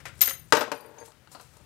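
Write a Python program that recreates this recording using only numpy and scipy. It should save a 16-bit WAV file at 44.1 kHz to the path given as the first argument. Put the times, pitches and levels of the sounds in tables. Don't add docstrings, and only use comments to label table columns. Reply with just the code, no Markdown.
import sys
import numpy as np
from scipy import signal
from scipy.fft import rfft, irfft
from scipy.io import wavfile
from scipy.ndimage import uniform_filter1d

SR = 44100
rng = np.random.default_rng(int(sys.argv[2]) if len(sys.argv) > 2 else 0)


def store_wav(level_fs):
    pcm = np.round(np.clip(np.atleast_2d(level_fs), -1, 1) * 32767)
    wavfile.write(sys.argv[1], SR, pcm.T.astype(np.int16))


def gain_from_decibels(decibels):
    exponent = np.asarray(decibels, float) / 20
    return 10 ** exponent


N = 72765

# (frequency [Hz], level [dB per Hz])
AIR = [(15, -45), (25, -24), (116, -6.5), (178, -15.5), (1170, -24.5), (1270, -22), (15500, -40)]
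# (time [s], level [dB])
ENGINE_LEVEL = [(0, -43.5), (.12, -42), (.22, -44.5), (.35, -40.5), (.5, -41), (.6, -97), (.74, -81),
                (.85, -72), (1.1, -59), (1.65, -45)]
# (frequency [Hz], width [Hz], level [dB])
ENGINE_BANDS = [(77, 8.9, 8), (128, 30, 8.5), (156.6, 4.7, -5)]

# (time [s], crack [dB], receiver [dB], stock [dB], 60 dB fade [s])
BOLT_BLOWS = [
    (0.0024, -46, -48.5, -64.5, 0.11),
    (0.0548, -32, -33, -49.5, 0.16),
    (0.0835, -37, -55, -49.5, 0.064),
    (0.2143, -11.5, -38, -59, 0.051),
    (0.2574, -16.5, -38, -63, 0.1),
    (0.2768, -20.5, -22.5, -34, 0.074),
    (0.2879, -13, -51, -31, 0.024),
    (0.2945, -15, -44, -55, 0.09),
]
# (time [s], crack [dB], receiver [dB], stock [dB], 60 dB fade [s])
SLIDES = [
    (0.056, -54, -43, -64.5, 0.061),
    (0.2084, -4.5, -35.5, -54.5, 0.024),
    (0.2101, -21.5, -28.5, -37.5, 0.033),
    (0.2165, -6, -27, -62, 0.15),
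    (0.2255, -11, -29.5, -66, 0.089),
    (0.309, -41.5, -26, -77, 0.041),
    (0.334, -31, -49, -63, 0.032),
]
# (frequency [Hz], level [dB])
STEEL_CRACK = [(2500, 3), (5000, 8.5), (9000, 6), (12500, 0.5), (15500, -17)]
# (frequency [Hz], width [Hz], level [dB])
RECEIVER = [(1398, 47, -0.5), (1686, 250, 1), (2020, 420, 7.5), (2246, 140, -9), (2790, 330, -2.5)]
# (frequency [Hz], width [Hz], level [dB])
STOCK = [(272, 54, 5), (533.6, 30, 18.5), (745, 39, -24.5)]
TICK_DBS = (16, 17.5, 22)
FADE_FACTORS = (0.65, 0.97, 1.16)

# (frequency [Hz], 60 dB fade [s])
SHELTER_FADE = [(300, 0.21), (1000, 0.26), (3000, 0.35), (8000, 0.24), (15000, 0.12)]
# (time [s], frequency [Hz], level [dB], 60 dB fade [s])
STRUCK_TONES = [(.0548, 4950, -44, .035), (.0548, 1500, -38, .05), (.2143, 13480, -14, .018),
                (.2143, 13720, -18, .02), (.2143, 6300, -15, .014), (.2143, 9000, -15, .01),
                (.2143, 2150, -27, .07), (.2768, 540, -32, .05), (.2879, 540, -34, .06),
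                (.5234, 112, -27, .085), (.5234, 468, -15, .1), (.5234, 515, -17, .1),
                (.5234, 592, -11, .12), (.5262, 870, -18, .07), (.5262, 912, -18, .09),
                (.5234, 316, -22, .08), (.5687, 1625, -25, .06), (.6085, 885, -23, .05),
                (.6085, 965, -22, .05), (.984, 6600, -54, .04), (.996, 4700, -58, .09),
                (1.2739, 1350, -43, .03), (1.2739, 4150, -49, .022), (1.3491, 1000, -37, .045),
                (1.3491, 1320, -37, .04), (1.3981, 970, -42, .035), (1.3981, 1330, -41, .035),
                (1.537, 1900, -55, .08), (1.567, 430, -50, .05)]
# (time [s], level [dB])
RUSTLE = [(.14, -69.5), (.2, -58), (.21, -70.5), (.4, -76), (.51, -58.5), (.53, -82), (1.04, -69),
          (1.055, -53.5), (1.1, -60.5), (1.14, -77.5), (1.3, -80), (1.32, -49.5), (1.38, -68), (1.42, -59),
          (1.47, -65), (1.57, -67.5), (1.65, -69)]
# (frequency [Hz], level [dB])
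FINE_CRACK = [(2500, -11), (5000, -6.5), (8500, -2), (15500, -14.5)]

# (time [s], four tone levels [dB, dB, dB, dB])
RINGS = [(.2143, -42, -40, -60, -36), (.2302, -44, -40, -22, -34), (.245, -42, -43, -26, -36),
         (.2574, -41, -40, -30, -33), (.272, -46, -43, -26, -33), (.306, -38, -38, -40, -38),
         (.352, -56, -58, -42, -54), (.395, -64, -57, -56, -56), (.5229, -85, -75, -70, -75),
         (.5686, -75, -52, -42, -40), (.6085, -75, -52, -44, -52), (.64, -80, -70, -66, -68),
         (.7168, -80, -62, -53, -74), (.748, -80, -57, -56, -74), (.805, -80, -59, -60, -86),
         (.86, -82, -64, -63, -65), (.94, -85, -84, -80, -73), (.985, -51, -74, -72, -77),
         (1.0, -55, -58, -66, -75), (1.0525, -95, -95, -95, -95)]
CASE_HZ = (6471, 9436, 13104, 14525)
# (60 dB fade [s], tumble rate [Hz], tumble depth [0-1])
CASE_SWING = [(.2, 13, .4), (.33, 19, .55), (.2, 27, .5), (.22, 31, .6)]
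CASE_GAIN_DBS = (2, 4, 3, 4.5)
# (frequency [Hz], RINGS column followed [-], level [dB], 60 dB fade [s])
SIDE_TONES = [(10950, 3, -2, .07), (4680, 2, 0, .2)]
# (time [s], left level [dB], right level [dB])
RIM = [
    (.2141, -40, -40),
    (.2145, -5, -10),
    (.218, -3, -6),
    (.2245, -4, -9),
    (.2265, -13, -10),
    (.228, -34, -14),
    (.232, -60, -40),
]

# (time [s], crack [dB], knock [dB], plank [dB], 60 dB fade [s])
BOUNCES = [(0.5234, 0, -4, -14, 0.063), (0.5262, -47, -15, -21, 0.073), (0.5333, -7.5, -16, -6, 0.05),
           (0.55, -14.5, -27.5, -19.5, 0.2), (0.5687, -14.5, -18, -16.5, 0.13),
           (0.6085, -16, -22, -21, 0.15), (0.614, -33, -40, -15, 0.05), (0.6785, -36, -46, -25, 0.06),
           (0.7169, -17.5, -23, -20.5, 0.085), (0.805, -44, -53, -52, 0.057), (0.86, -62, -56, -54, 0.082),
           (0.9824, -44.5, -49, -42.5, 0.22), (1.0511, -42.5, -59, -60, 0.1), (1.079, -47, -59, -44, 0.077),
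           (1.1194, -40, -50, -78, 0.03)]
# (frequency [Hz], level [dB])
WOOD_CRACK = [(1470, -21), (2500, -2), (4470, -7.5), (4860, -4.5), (11000, -18), (15500, -30)]
# (frequency [Hz], width [Hz], level [dB])
KNOCK = [(1332, 150, 6), (1442, 150, -2), (1600, 210, 8), (1880, 41, -0.5), (2043, 20, -15), (2230, 25, -7),
         (2400, 70, -4.5), (2800, 61, -23)]
# (frequency [Hz], width [Hz], level [dB])
PLANK = [(316, 40, -8), (468, 34, 0), (515, 37, -2), (592, 30, 4), (745, 40, -9), (868, 45, -3),
         (912, 40, -2), (985, 80, -3), (1080, 60, -9)]
WOOD_TICK_DBS = (14, 18, 20)
# (time [s], level [dB])
ROLL = [
    (.73, -44),
    (.8, -49),
    (.86, -48),
    (.91, -51),
    (.96, -50.5),
    (1.02, -49),
    (1.07, -55.5),
    (1.15, -79),
]

# (time [s], crack [dB], held bolt [dB], plank [dB], 60 dB fade [s])
HANDLING = [
    (1.2739, -63.5, -41, -82, 0.031),
    (1.317, -41, -51, -63, 0.25),
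    (1.3491, -57, -35, -51, 0.095),
    (1.3981, -51, -37, -76, 0.054),
    (1.4107, -37.5, -60, -49, 0.11),
    (1.536, -47, -57, -55, 0.1),
    (1.5693, -39, -63.5, -51, 0.054),
    (1.6, -83.5, -80, -51, 0.041),
]
# (frequency [Hz], width [Hz], level [dB])
HELD_BOLT = [(1000, 220, 2), (1360, 260, 5), (1980, 300, -12), (2850, 500, -5), (4150, 500, 0)]
# (frequency [Hz], likeness [0-1])
LIKENESS = [(60, 0.8), (500, 1), (2000, 1), (5000, 0.49), (15000, 0.45)]


def evened(x):
    return x / np.sqrt(np.mean(x ** 2) + 1e-20)


def read(points, hz):
    f, value = np.transpose(points)
    return np.interp(np.log(hz + 1), np.log(f + 1), value)


def level(points):
    s, db = np.transpose(points)
    return gain_from_decibels(np.interp(np.arange(N) / SR, s, db, left=-140, right=-140))


def highpass(x, order, hz):
    return signal.sosfilt(signal.butter(order, hz, 'high', fs=SR, output='sos'), x)


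def colour(x, points):
    return irfft(rfft(x) * gain_from_decibels(read(points, np.fft.rfftfreq(N, 1 / SR))), N)


def body(x, peaks):
    t = np.arange(4096) / SR
    ring = np.zeros(4096)
    for hz, width, db in peaks:
        fade = np.exp(-np.pi * width * t)
        ring += gain_from_decibels(db) * np.sqrt(width) * fade * np.sin(2 * np.pi * hz * t)
    return signal.oaconvolve(x, ring[None] / np.linalg.norm(ring), axes=1)[:, :N]


def crack(x, points):
    hz = np.linspace(0, SR / 2, 257)
    gain = gain_from_decibels(2 * read([(900, -21.0)] + list(points), hz)) * (hz < SR / 2)
    taps = signal.minimum_phase(signal.firwin2(255, hz, gain, fs=SR))
    return signal.oaconvolve(x, taps[None] / np.linalg.norm(taps), axes=1)[:, :N]


def hits(rows, top, middle, low, tick_dbs=TICK_DBS):
    rise_s = 0.00043
    t = np.arange(N) / SR
    noise = rng.standard_normal((3, 2, N))
    power, ticks = np.zeros((3, 1, N)), np.zeros((3, 1, N))
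    for s, *dbs, t60 in rows:
        u = np.maximum(t - s, 0)
        gains = gain_from_decibels(np.array(dbs) + [-6, 1.5, 1.5])
        fade = np.array([gain_from_decibels(-60 * u / (t60 * k)) for k in FADE_FACTORS])
        shape = fade * (1 - np.exp(-u / rise_s))
        power += ((shape * gains[:, None]) ** 2)[:, None]
        ticks[:, 0, round(s * SR)] -= gains * gain_from_decibels(np.array(tick_dbs))
    drive = np.sqrt(power) * noise + ticks
    return crack(drive[0], top) + body(drive[1], middle) + body(drive[2], low)


def woods():
    air = gain_from_decibels(-52.5) * evened(colour(rng.standard_normal((2, N)), AIR))
    engine = body(rng.standard_normal((2, N)), ENGINE_BANDS)
    return air + 0.64 * level(ENGINE_LEVEL) * highpass(engine, 3, 58)


def bolt():
    blows = hits(BOLT_BLOWS, STEEL_CRACK, RECEIVER, STOCK)
    scrapes = hits(SLIDES, STEEL_CRACK, RECEIVER, STOCK, (-60, -60, -60))
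    return blows + scrapes


def shelter(x):
    taps = np.zeros((2, SR // 2))
    at = np.arange(200, SR // 2 - 20, 20)
    at = at + rng.integers(0, 20, (2, len(at)))
    np.put_along_axis(taps, at, rng.choice([-1., 1.], at.shape), 1)
    hz, t, z = signal.stft(taps, SR, nperseg=256)
    fade = gain_from_decibels(-60 * t / read(SHELTER_FADE, hz)[:, None])
    tail = signal.istft(z * fade, SR, nperseg=256)[1]
    return signal.fftconvolve(x, tail / np.linalg.norm(tail[0]), axes=1)[:, :N]


def struck():
    out = np.zeros(N)
    for s, hz, db, t60 in STRUCK_TONES:
        u = np.maximum(np.arange(N) / SR - s, 0)
        rise = 1 - np.exp(-2 * hz * u)
        out += rise * gain_from_decibels(db - 60 * u / t60) * np.sin(2 * np.pi * hz * u)
    return out


def rustle():
    swell = evened(uniform_filter1d(rng.standard_normal(N), size=90))
    grains = rng.standard_normal((2, N)) * gain_from_decibels(3.6 * swell)
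    return 2 * crack(evened(grains) * level(RUSTLE), FINE_CRACK)


def case():
    flutter_db, flutter_s = 3, 0.008
    rim_hz, rim_db = 13155, 1
    t, rows = np.arange(N) / SR, np.array(RINGS)
    k = np.maximum(np.searchsorted(rows[:, 0], t) - 1, 0)
    u = t - rows[k, 0]
    out = np.zeros((2, N))
    for m, (hz, (t60, tumble_hz, depth)) in enumerate(zip(CASE_HZ, CASE_SWING)):
        fade = (u >= 0) * gain_from_decibels(rows[k, 1 + m] + CASE_GAIN_DBS[m] - 60 * abs(u) / t60)
        fade = uniform_filter1d(fade, size=40)
        for ch, lag in enumerate((.02, .3)):
            swing = 1 + depth * np.cos(2 * np.pi * (tumble_hz * u + lag * m))
            flutter = rng.standard_normal(N)
            for _ in range(2):
                flutter = uniform_filter1d(flutter, round(flutter_s * SR))
            flutter = evened(flutter)
            tone = np.sin(2 * np.pi * hz * t + 1.2 * ch * flutter)
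            out[ch] += fade * swing * gain_from_decibels(flutter_db * flutter) * tone
    for hz, follows, db, t60 in SIDE_TONES:
        fade = gain_from_decibels(rows[k, follows] + db - 60 * abs(u) / t60)
        out += fade * (t > BOUNCES[8][0]) * np.sin(2 * np.pi * hz * t)
    s, *sides = np.transpose(RIM)
    facing = np.array([level(np.transpose([s, db + rim_db])) for db in sides])
    return 2 * out + facing * np.sin(2 * np.pi * rim_hz * t)


def bounces():
    return hits(BOUNCES, WOOD_CRACK, KNOCK, PLANK, WOOD_TICK_DBS)


def roll():
    taps_per_s, spread_db, knock_db, crack_db = 320, 6, -10, -43
    chosen = rng.random(N) < taps_per_s / SR
    strength = gain_from_decibels(spread_db * np.minimum(rng.exponential(1, N), 2.5))
    taps = rng.standard_normal((2, N)) * (0.33 + chosen * strength)
    taps = 2 * evened(taps) * level(ROLL)
    knock = gain_from_decibels(knock_db) * body(taps, KNOCK)
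    return body(taps, PLANK) + knock + gain_from_decibels(crack_db) * crack(taps, WOOD_CRACK)


def handling():
    return hits(HANDLING, FINE_CRACK, HELD_BOLT, PLANK)


def scene():
    shelter_db, right_db = -10.5, -20.5
    near = bolt() + rustle() + bounces() + roll() + handling()
    near = highpass(near, 2, 260)
    near = near + struck()
    brass = case()
    left, other = near + gain_from_decibels(shelter_db) * shelter(near + brass) + woods()
    same = read(LIKENESS, np.fft.rfftfreq(N, 1 / SR))
    right = irfft(same * rfft(left) + np.sqrt(1 - same ** 2) * rfft(other), N)
    return (np.array([left, right]) + brass) * gain_from_decibels(np.array([[0], [right_db]]))


def low_pass(x):
    return signal.sosfilt(signal.butter(12, 16410, fs=SR, output="sos"), x)


def record(dry):
    duck_from_db, duck_share, recover_db_per_s = -40, 0.14, 15
    power_db = 10 * np.log10(abs(uniform_filter1d(dry[0] ** 2, size=400)) + 1e-12)
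    fall = np.arange(N) * recover_db_per_s / SR
    held_db = np.maximum.accumulate(power_db + fall) - fall
    over_db = np.maximum(held_db - duck_from_db, 0)
    late_db = signal.lfilter([.002], [1, -.998], over_db)
    x = np.clip(dry / gain_from_decibels(duck_share * late_db), -1, 1)
    band_limit = signal.firwin(191, 15850, window=("kaiser", 9), fs=SR)
    x = signal.oaconvolve(x, band_limit[None], "same")
    finished_mix = np.clip(highpass(x, 2, 40), -1, 1)
    return low_pass(finished_mix)


dry = scene()
out = record(dry)
store_wav(out)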